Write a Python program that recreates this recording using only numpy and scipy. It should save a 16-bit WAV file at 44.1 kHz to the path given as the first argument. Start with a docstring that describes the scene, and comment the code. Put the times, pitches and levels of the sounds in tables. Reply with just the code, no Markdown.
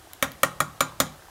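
"""Spoon knocks on a saucepot

A slotted spoon is knocked five times on the rim of a pot of thick sauce, close by in a small kitchen.
Each knock is a hard crack, a short clack of the spoon and a damped ring of the full pot; the walls
answer. Underneath, the sauce simmers with small pops over the low rumble of the stove."""
import sys
import numpy as np
from scipy import signal
from scipy.fft import rfft, irfft, next_fast_len
from scipy.io import wavfile

SR = 44100
rng = np.random.default_rng(int(sys.argv[2]) if len(sys.argv) > 2 else 0)


def pcm_store(signal):
    """Save signal as 16-bit PCM."""
    levels = np.round(np.clip(np.atleast_2d(signal), -1, 1) * 32767)
    wavfile.write(sys.argv[1], SR, levels.astype(np.int16).T)


N = 57330

# decay of the kitchen's tail (frequency [Hz], t60 [s])
WALL_DECAY = [(100, 0.73), (250, 0.19), (600, 0.58), (1400, 0.41), (4000, 0.33), (14000, 0.2)]
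# tone of that tail (frequency [Hz], level [dB])
WALL_EQ = [(60, 8.5), (150, 7.5), (300, 11.5), (550, -16), (850, 5.5), (1300, -10.5), (2200, -9),
           (3500, -8.5), (8000, -9.5), (14000, -16)]
# stove rumble and steam hiss (frequency [Hz], level [dB])
STOVE_EQ = [(15, -31), (25, 5.5), (76, 12), (161, -7.5), (212, -7), (317, 1), (503, -5), (754, 2),
            (962, -6.5), (1610, -3.5), (2280, -10.5), (2990, -9), (4030, -11), (12500, -14.5),
            (16000, -20.5)]
# the clearest bubbles bursting in the sauce (time [s], starting pitch [Hz], level [dB])
BUBBLE_POPS = [(.072, 725, -30.5), (.922, 1000, -25), (0.972, 1210, -34), (1.066, 3333, -31),
               (1.285, 895, -26.5)]
# light touches of the spoon (time [s], level [dB])
TICK_CUES = [(0.1338, -25.5), (0.3184, -29.5)]
# tone of a touch (frequency [Hz], level [dB])
TICK_EQ = [(500, -17), (2000, -3), (3500, 0.5), (8000, -6), (13000, 0.5), (16000, 2)]
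# rattle and echoes inside the pot after a blow (frequency [Hz], level [dB])
CHATTER_EQ = [(300, 1.5), (950, 12), (1300, 11.5), (2000, 5), (3300, -9), (4800, -6), (6500, -6),
              (9000, -8.5), (14000, -24), (16000, -12)]
# the ring of the full pot, with low resonances of hob and room (frequency [Hz], level [dB], t60 [s])
RING_MODES = [(110.3, -50.5, 1), (148.5, -34.5, 0.39), (187.5, -52.5, 0.68), (266.5, -29, 0.19),
              (337.2, -40.5, 0.25), (570, -36, 0.087), (621, -28.5, 0.074), (843, -46.5, 0.35),
              (1108, -36, 0.28), (1183, -40, 0.27), (1226, -30.5, 0.17), (1402, -28.5, 0.17),
              (1580, -41.5, 0.23), (1863, -45, 0.24)]
# gaps where the pot does not radiate (frequency [Hz], width [Hz])
POT_NOTCHES = [(432, 70), (920, 74)]
# the clack of spoon on rim (frequency [Hz], level [dB], t60 [s])
CLACK_MODES = [(262, -16, 0.013), (557, -13.5, 0.036), (710, -39, 0.09), (1174, -18.5, 0.032),
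               (1269, -6.5, 0.022), (1673, -18, 0.025), (1867, -22, 0.049), (2314, -12, 0.021),
               (3380, -22, 0.021), (3963, -22.5, 0.023), (7000, -25, 0.014)]
# tone of the hard contact (frequency [Hz], level [dB])
CRACK_EQ = [(300, -48), (1000, -29), (1800, 4), (2600, -4), (3700, 2.5), (4900, -11.5), (6300, 2),
            (7600, -6.5), (10000, 0), (11300, -5.5), (14000, 1), (15500, -11.5), (17000, -4)]
# blows on the rim (time [s], level [dB], crack and chatter [dB], ring [dB], rim ping [dB],
# clack tilt [dB/octave], midrange boost [dB], bite [dB], bounce [dB])
KNOCK_CUES = [(0.2257, -1, 1.5, -3.5, -15, -1, 0, -1, -8), (0.4324, 0, 1, 1.5, -11, -0.33, 4, 1, -7.5),
              (0.6034, -2, -3, 0, 5.5, -.5, 2.5, 3.5, -3.5), (0.8066, 1, -3.5, 2, 14.5, 0.74, 6, 6, -2.5),
              (1.0017, -1, 2, 1.5, 5, -1, 0, 4.5, -2.5)]


def amp(db):
    """Decibels to gain."""
    return 10 ** (np.asarray(db) / 20)


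def unit(x):
    """Scale to an rms of 1."""
    return x / np.sqrt(np.mean(x ** 2) + 1e-20)


def along(points, hz):
    """Read a (frequency, value) curve on a log frequency axis."""
    freqs, values = np.transpose(points)
    return np.interp(np.log(hz + 1), np.log(freqs + 1), values)


def bell(hz, centre_hz, octaves):
    """A bell curve over pitch, 1 at its centre."""
    return np.exp(-(np.log2(hz / centre_hz) / octaves) ** 2)


def clock():
    """Seconds since the start of one event."""
    return np.arange(SR * 3 // 4) / SR


def add(track, start, x):
    """Mix x into the track at a start time in seconds."""
    i = max(round(start * SR), 0)
    track[i:i + len(x)] += x[:N - i]


def noise(eq, size, grit=0):
    """Coloured noise of rms 1; grit makes it spiky."""
    white = rng.standard_normal(size) * np.exp(grit * rng.standard_normal(size))
    gain = amp(along(eq, np.fft.rfftfreq(size, 1 / SR)))
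    return unit(irfft(rfft(white) * gain, size))


def fade(t, t60):
    """Exponential decay from t = 0, silent before."""
    return (t >= 0) * np.exp(-np.log(1000) * np.abs(t) / t60)


def kitchen(x, send_db=0):
    """The direct sound plus quick echoes off the hob and a tail from the walls."""
    t = clock()
    early = rng.standard_normal(len(t)) * fade(t - 0.013, t60=0.026)
    hz, frame_times, bands = signal.stft(rng.standard_normal(len(t)), SR, nperseg=256)
    t60 = along(WALL_DECAY, hz)[:, None]
    gain = amp(along(WALL_EQ, hz))[:, None] * np.sqrt(2 * np.log(1000) / (t60 * SR))
    tail = signal.istft(bands * gain * fade(frame_times, t60), SR, nperseg=256)[1][:len(t)]
    tail *= t > 0.0025  # pre-delay
    response = amp(-15.5) * early / np.linalg.norm(early) + amp(-2) * tail
    return x + signal.fftconvolve(amp(send_db) * x, response)[:len(x)]


def stove():
    """A steady bed of stove rumble and faint steam."""
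    return amp(-50.5) * noise(STOVE_EQ, N)


def simmer():
    """Bubbles burst as short rising notes, a few clear ones among many faint ones."""
    out, t = np.zeros(N), clock()[:SR // 20]
    pops_per_s, glide = 70, 5.1
    faint = [(rng.uniform(0, N / SR), 960 * np.exp(0.46 * rng.normal()), -40.5 + 3 * rng.normal())
             for _ in range(int(pops_per_s * N / SR))]
    envelope = fade(t, t60=0.0094) * (1 - np.exp(-t / 0.001))
    for start, hz, db in BUBBLE_POPS + faint:
        add(out, start, amp(db) * envelope * np.sin(2 * np.pi * hz * t * (1 + glide * t)))
    return out


def spoon_ticks():
    """The spoon touches lightly as it is emptied."""
    out, t = np.zeros(N), clock()
    for start, db in TICK_CUES:
        add(out, start, amp(db) * noise(TICK_EQ, len(t)) * fade(t, t60=0.009))
    return out


def hollow(x):
    """The shell's antiresonances cut narrow gaps between its modes."""
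    for hz, width_hz in POT_NOTCHES:
        x = signal.lfilter(*signal.iirnotch(hz, hz / width_hz, SR), x)
    return x


def ring(modes, attack_s=0.001, tilt_db=0, mid_db=0):
    """Damped modes of one blow; the point of contact tilts them and favours a narrow mid band."""
    t, out = clock(), 0
    mid_hz, scatter_db = 1320, 3.5
    for hz, db, t60 in modes:
        contact_db = tilt_db * np.log2(hz / mid_hz) + mid_db * bell(hz, mid_hz, octaves=0.17)
        gain = amp(db + contact_db + scatter_db * rng.normal())
        out = out + gain * fade(t, t60) * np.sin(2 * np.pi * hz * t)
    return out * (1 - np.exp(-t / attack_s))


def crack(bite_db):
    """The gritty instant of contact, at constant energy; an edge-on blow adds treble bite."""
    t = clock()
    eq = [(hz, db + bite_db * bell(hz, 5940, octaves=1)) for hz, db in CRACK_EQ]
    envelope = fade(t, t60=0.013)
    burst = noise(eq, len(t), grit=0.33) * envelope
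    return unit(burst) * np.sqrt(np.mean(envelope ** 2))


def knocks():
    """Each blow cracks, bounces, clacks, chatters briefly and leaves pot, hob and room ringing."""
    out, t = np.zeros(N), clock()
    bounce_s, body_lag_s = 0.0047, 0.0005
    ping_hz, ping_t60 = 7016, 0.12  # the rim's thin high mode
    for start, db, crack_db, ring_db, ping_db, tilt_db, mid_db, bite_db, bounce_db in KNOCK_CUES:
        contacts = crack(bite_db) + amp(bounce_db) * np.roll(crack(bite_db), round(bounce_s * SR))
        chatter = amp(-22.5) * noise(CHATTER_EQ, len(t)) * fade(t - 0.006, t60=0.11)
        clack = ring(CLACK_MODES, tilt_db=tilt_db, mid_db=mid_db)
        ringing = amp(ring_db) * ring(RING_MODES, attack_s=0.0014, mid_db=mid_db)
        ping = ring([(ping_hz, ping_db - 31.5, ping_t60)])
        transient = kitchen(amp(-10) * contacts) + chatter
        body = kitchen(clack, send_db=-4) + ringing + ping
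        add(out, start, amp(db + crack_db) * transient)
        add(out, start + body_lag_s, amp(db) * body)
    return out


def scene():
    """Mono mix: knocks up front, ticks, simmer and stove behind."""
    return (hollow(knocks()) + kitchen(spoon_ticks() + simmer()) + stove())[None]


def record(dry):
    """The microphone drops the deep bass and keeps nothing above its band limit."""
    low_cut_hz, top_hz, edge_hz = 49, 15850, 500
    x = signal.sosfilt(signal.butter(3, low_cut_hz, "highpass", fs=SR, output="sos"), dry)
    size = next_fast_len(N + SR // 4)
    high_cut = np.clip(0.5 + (top_hz - np.fft.rfftfreq(size, 1 / SR)) / edge_hz, 0, 1)
    return irfft(rfft(x, size) * high_cut, size)[:, :N]


dry = scene()
out = record(dry)
pcm_store(out)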